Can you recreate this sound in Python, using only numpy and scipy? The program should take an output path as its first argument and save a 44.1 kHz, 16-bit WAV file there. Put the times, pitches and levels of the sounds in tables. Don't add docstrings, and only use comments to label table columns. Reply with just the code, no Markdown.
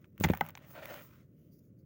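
import sys
import numpy as np
from scipy import signal
from scipy.io import wavfile
from scipy.ndimage import uniform_filter1d, map_coordinates

SR = 44100
rng = np.random.default_rng(int(sys.argv[2]) if len(sys.argv) > 2 else 0)


def output_pcm(signal):
    pcm = np.clip(np.atleast_2d(signal).T, -1, 1) * 32767
    wavfile.write(sys.argv[1], SR, np.round(pcm).astype(np.int16))


N = 81585


def amp(db):
    return 10 ** (np.asarray(db) / 20)


def unit(x):
    return x / np.sqrt(np.sum(x ** 2) + 1e-20)


def evened(x):
    return unit(x) * np.sqrt(len(x))


def level(points):
    t_s, level_db = np.transpose(points)
    return amp(np.interp(np.arange(N) / SR, t_s, level_db))


def add(mix, start_s, sound):
    part = mix[max(round(start_s * SR), 0):][:len(sound)]
    part += sound[:len(part)]


def through(x, response):
    return signal.fftconvolve(x, response)[:len(x)]


def colour(points, size=8192):
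    hz, db = np.transpose(points)
    bin_hz = abs(np.fft.fftfreq(size, 1 / SR))
    log_gain = np.log(amp(np.interp(np.log(bin_hz + 1), np.log(hz), db)))
    spectrum = np.exp(np.conj(signal.hilbert(log_gain)))
    return unit(np.fft.ifft(spectrum).real[:size // 2])


def dull(x, hz, order=2):
    return signal.sosfilt(signal.butter(order, min(hz, SR / 2 - 1), fs=SR, output="sos"), x)


def thin(x, hz, order=2):
    return signal.sosfilt(signal.butter(order, hz, "highpass", fs=SR, output="sos"), x)


def modes(table):
    t = np.arange(SR // 2) / SR
    return sum(amp(db) * np.exp(-np.log(1000) * t / t60_s) * np.sin(2 * np.pi * hz * t)
               for hz, db, t60_s in table)


def burst(decay_s, scatter_share, size=4096):
    scatter_share = np.clip(scatter_share, 0, 1)
    decay = np.exp(-np.arange(size) / SR / decay_s)
    x = np.sqrt(scatter_share) * unit(rng.standard_normal(size) * decay)
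    x[0] += np.sqrt(1 - scatter_share)
    return x


RUMBLE_RMS_DB = -59
# f/Hz, level/dB
RUMBLE_COLOUR = [(18, -74), (32, -37), (62, -7.5), (140, 3.5), (200, -3.5), (310, -6.5), (430, -15.5),
                 (600, -20.5), (820, -47), (1500, -49), (3200, -63.5), (8000, -58), (16000, -57)]


def rumble():
    noise = rng.standard_normal(2 * N)
    return amp(RUMBLE_RMS_DB) * evened(through(noise, colour(RUMBLE_COLOUR))[N:])


ROOM_DB, ROOM_T60_S, ROOM_EDGE_HZ, ROOM_RISE_S = -17.5, 0.17, 2500, 0.0017


def room(x):
    t = np.arange(SR // 2) / SR
    envelope = np.exp(-np.log(1000) * t / ROOM_T60_S) * np.minimum(t / ROOM_RISE_S, 1)
    tail = unit(rng.standard_normal(len(t)) * envelope)
    return amp(ROOM_DB) * through(x, dull(tail, ROOM_EDGE_HZ))


WALL_ECHO_S, WALL_ECHO_DB = 0.0013, -18.5


def wall(x):
    out = x.copy()
    add(out, WALL_ECHO_S, amp(WALL_ECHO_DB) * x)
    return out


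PATCH_RMS_DB, PATCH_S, PATCH_HZ = 1.6, 0.04, 300


def patchy(x):
    hz, t, z = signal.stft(x, SR, nperseg=512, noverlap=384)
    place = np.meshgrid(hz / PATCH_HZ, t / PATCH_S, indexing="ij")
    drift = map_coordinates(rng.standard_normal((128, 128)), place, order=1, mode="mirror")
    drift_db = PATCH_RMS_DB * drift / drift.std()
    return signal.istft(z * amp(drift_db), SR, nperseg=512, noverlap=384)[1][:N]


CLUMP_RMS_DB = 1.16
# t/s, rate/(grains/s)
GRAIN_RATE = [(.6, 700), (.76, 5000)]


def grains(spectrum, spread_db):
    rate = np.interp(np.arange(N) / SR, *np.transpose(GRAIN_RATE))
    size_db = spread_db * np.minimum(rng.exponential(1, N), 4)
    sizes = amp(size_db) * rng.choice([-1, 1], N) / np.sqrt(rate)
    clumps = amp(CLUMP_RMS_DB * evened(uniform_filter1d(rng.standard_normal(N), size=400)))
    landed = rng.random(N) < rate / SR
    return evened(patchy(through(sizes * clumps * landed, colour(spectrum))))


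FINE_SPREAD_DB, COARSE_SPREAD_DB, LIGHT_SPREAD_DB = 0.5, 3.5, 1
RUB_DB, RUB_T60_S = -12, 0.0077
# t/s, level/dB, Gaussian half length/s, rubbing band f/Hz
BRUSHES = [(1.43, -79, 0.047, 3000), (1.492, -88.5, .014, 3200), (1.532, -71, 0.0099, 4700),
           (1.565, -77, .023, 5000), (1.592, -70, 0.0034, 5110), (1.653, -80, .031, 6670),
           (1.8, -79.5, .016, 4650)]
# f/Hz, level/dB
RUSTLE_COLOUR = [(500, -47.5), (2500, -26), (3800, -15), (4700, -0.5), (6700, 3.5), (8300, -21),
                 (10300, 2.5), (13400, 0), (15200, 15.5), (16300, 3.5)]


def brushes():
    out, t = np.zeros(N), np.arange(N) / SR
    rustle = grains(RUSTLE_COLOUR, FINE_SPREAD_DB)
    for centre_s, db, half_s, hz in BRUSHES:
        resonance = np.diff(modes([(hz, 0, RUB_T60_S)]))
        rub = evened(through(rng.standard_normal(N), resonance))
        stroke = np.exp(-((t - centre_s) / half_s) ** 2 / 2)
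        out += amp(db) * stroke * (rustle + amp(RUB_DB) * rub)
    return out


# t/s, level/dB
COARSE_FLOW = [(.19, -90.5), (.205, -46), (.232, -73), (.255, -50), (.28, -49.5), (.35, -53), (.395, -62.5),
               (.42, -57.5), (.47, -61.5), (.54, -72), (.59, -66), (.735, -65), (.765, -50.5), (.795, -49),
               (.806, -57), (.835, -46.5), (.875, -57), (.902, -48), (.95, -50), (1.005, -55), (1.035, -66),
               (1.15, -101)]
# f/Hz, level/dB
SAND_COLOUR = [(100, -23), (330, -3), (400, -7.5), (490, -2.5), (580, 6), (635, 2), (720, -3), (1120, -8.5),
               (1290, -3), (1500, -3.5), (1680, -7.5), (1850, 0), (2060, -9), (2700, -10), (4000, -20.5),
               (6500, -30.5), (8200, -32.5), (16000, -45)]
# t/s, level/dB
LIGHT_FLOW = [(0, -80.5), (.055, -74), (.08, -102), (.19, -79), (.21, -55.5), (.34, -77), (.395, -76),
              (.43, -71), (.49, -62), (.53, -100), (.59, -82), (.645, -63), (.7, -81), (.92, -55),
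              (1.06, -68.5), (1.16, -70.5), (1.225, -75), (1.27, -90), (1.48, -88.5), (1.62, -90.5),
              (1.85, -92.5)]
# f/Hz, level/dB
TRICKLE_COLOUR = [(300, -24.5), (580, 5), (760, -11), (980, 0.5), (1300, 2.5), (1700, -3), (2050, -0.5),
                  (3200, -8), (4500, -15), (6600, -12), (8300, -21.5), (16000, -27.5)]
# t/s, level/dB
FINE_FLOW = [(0, -78), (.19, -87), (.205, -56), (.23, -45.5), (.255, -45), (.275, -65), (.32, -55),
             (.365, -62), (.39, -66), (.435, -64), (.455, -64), (.5, -80), (.54, -77), (.58, -65),
             (.61, -81), (.71, -56.5), (.8, -65.5), (.93, -56.5), (1.05, -59), (1.1, -70.5), (1.19, -73),
             (1.27, -85), (1.85, -91)]
# f/Hz, level/dB
FIZZ_COLOUR = [(300, -41), (3000, -27), (6500, -15.5), (8200, -22.5), (11000, -18), (13700, -19),
               (14700, -3.5), (15500, 4.5), (15900, 2.5), (16200, -23), (16900, -30.5)]


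def sifting():
    coarse = level(COARSE_FLOW) * grains(SAND_COLOUR, COARSE_SPREAD_DB)
    light = level(LIGHT_FLOW) * grains(TRICKLE_COLOUR, LIGHT_SPREAD_DB)
    fine = level(FINE_FLOW) * grains(FIZZ_COLOUR, FINE_SPREAD_DB)
    return coarse + light + fine


TICK_DECAY_S, FIZZ_DECAY_S, TICK_SCATTER_SHARE = 0.0012, 0.0025, 0.54
# t/s, body level/dB, fizz level/dB
TICKS = [(0.0441, -38.5, -66), (0.1793, -33.5, -35.5), (0.201, -40, -20.5), (0.206, -35, -25),
         (0.2103, -31.5, -49), (0.2575, -24.5, -35.5), (0.257, -39, -21), (0.3055, -18.5, -39),
         (.3152, -44, -37), (0.3504, -22, -26), (.3733, -24.5, -21.5), (.4510, -29, -34.5),
         (.4643, -27.5, -28.5), (0.4883, -27.5, -24), (0.495, -29.5, -47), (0.505, -36.5, -31.5),
         (.5750, -25, -36), (.5790, -36, -37), (0.7568, -33.5, -53), (0.8345, -35, -53),
         (0.8563, -22.5, -24), (0.9422, -24.5, -30)]
# f/Hz, level/dB
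CRUMB_COLOUR = [(100, -23), (500, -20.5), (950, 10), (2100, 6.5), (3500, -1), (4700, -12.5), (6500, -17),
                (8300, -23), (12000, -23), (16500, -19)]


def ticks():
    out, crumb, fizz = np.zeros(N), colour(CRUMB_COLOUR), colour(FIZZ_COLOUR)
    for start_s, body_db, fizz_db in TICKS:
        body_burst = burst(TICK_DECAY_S, TICK_SCATTER_SHARE)
        fizz_burst = burst(FIZZ_DECAY_S, TICK_SCATTER_SHARE)
        add(out, start_s, amp(body_db) * unit(through(body_burst, crumb)))
        add(out, start_s, amp(fizz_db) * unit(through(fizz_burst, fizz)))
    return out


SNAP_BODY_DB = 3.5


def snap():
    spray_colour = colour(FIZZ_COLOUR) + amp(SNAP_BODY_DB) * colour(CRUMB_COLOUR)
    return unit(through(burst(FIZZ_DECAY_S, 1.0), spray_colour))


HUM_HZ, HUM_T60_S = 160, 0.2
# t/s, level/dB, pitch ratio, length ratio, snap level/dB, tub hum level/dB
KNOCKS = [(.2383, -7, 0.98, 1, -23, -29.5), (.24495, -4, 0.99, 1, -22.5, -30),
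          (0.3351, -11.5, .9, 0.75, -20.5, -19.5), (0.4094, 1.5, 0.97, 0.81, -13, -12)]
# f/Hz, level/dB, time to peak/s
LUMP_MODES = [(229, -25.5, 0.014), (577, -8.5, 0.0016), (854, -3, 0.003), (1320, -23.5, 0.0078),
              (1580, -19, 0.0054), (2080, -9, 0.0022), (3128, -11.5, 0.0006), (5780, -28, 0.00098),
              (7200, -32.5, 0.0022)]


def knocks():
    out, t = np.zeros(N), np.arange(SR // 8) / SR
    hum = unit(modes([(HUM_HZ, 0, HUM_T60_S)]))
    for start_s, db, pitch, length, snap_db, hum_db in KNOCKS:
        ring = 0
        for hz, mode_db, peak_s in LUMP_MODES:
            age = t / (peak_s * length)
            swell = (age * np.exp(1 - age)) ** 2
            ring = ring + amp(mode_db) * swell * np.sin(2 * np.pi * hz * pitch * t)
        add(out, start_s, amp(db) * unit(ring))
        add(out, start_s, amp(snap_db) * snap())
        add(out, start_s, amp(hum_db) * hum)
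    return out


TUB_LOW_HZ = 48.5
# t/s, level/dB, upper edge f/Hz, tub ring gain/dB
THUDS = [(0.1983, -12.5, 110.7, -16), (0.2095, -6, 558.4, 7.5), (0.2412, -6, 300, 4.5),
         (0.2481, -2, 411, -10), (0.2529, 0, 178.4, -3.5), (0.2659, -4, 168.8, -0.5), (0.3008, 4, 560, 0),
         (0.3121, -6, 321.4, -19.5), (0.3368, -13, 141.6, -6.5), (0.4125, -23.5, 451, -19)]
# f/Hz, level/dB
THUD_COLOUR = [(20, -42.5), (50, -3.5), (80, 1.5), (180, 3), (330, -0.5), (600, -3.5), (800, -20.5),
               (1200, -16.5), (4000, -28)]
# f/Hz, level/dB, t60/s
TUB_MODES = [(94.7, -35, 0.48), (199.4, -33, 0.052)]


def thuds():
    out = np.zeros(N)
    push = np.pad(colour(THUD_COLOUR), (0, SR // 2))
    tub = np.diff(modes(TUB_MODES), prepend=0) * 2 * np.pi
    for start_s, db, edge_hz, ring_db in THUDS:
        blow = -amp(db) * unit(dull(push, edge_hz))
        add(out, start_s, blow + amp(ring_db) * through(blow, tub))
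    return thin(out, TUB_LOW_HZ)


CRUMBLE_SHARE = 0.67
# t/s, level/dB, upper edge f/Hz, crumbling decay/s, snap level/dB
CRACKS = [(0.2385, -3, 7676, 0.0066, -14), (0.2428, -7, 7000, 0.0049, -12.5),
          (0.2466, -6.5, 3500, 0.0017, -16.5), (0.249, -11, 1898, 0.0022, -30.5),
          (0.2876, -15, 2200, 0.0008, -18.5), (0.2987, -19, 1793, 0.009, -18),
          (.3355, -12.5, 2040, 0.0025, -32.5), (.5528, -23.5, 8200, 0.0017, -46)]
# f/Hz, level/dB
GRIT_COLOUR = [(200, -7), (600, -10), (850, 1.5), (1080, -8.5), (1500, -3.5), (2150, 2.5), (2500, -6),
               (3700, -8), (4700, -15.5), (6400, -9.5), (9000, -23.5), (16000, -26)]


def cracks():
    out, grit = np.zeros(N), colour(GRIT_COLOUR)
    for start_s, db, edge_hz, crumble_s, snap_db in CRACKS:
        crumble = through(burst(crumble_s, CRUMBLE_SHARE), grit)
        add(out, start_s, amp(db) * unit(dull(crumble, edge_hz)))
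        add(out, start_s, amp(snap_db) * snap())
    return out


def scene():
    background = rumble()
    sand = brushes() + sifting() + wall(ticks()) + knocks() + thuds() + cracks()
    return (sand + room(sand) + background)[None]


CUTOFF_HZ = 16900


def record(dry):
    low_pass = signal.firwin(511, CUTOFF_HZ, window=("kaiser", 9), fs=SR)
    return signal.oaconvolve(dry, low_pass[None], "same")


dry = scene()
out = record(dry)
output_pcm(out)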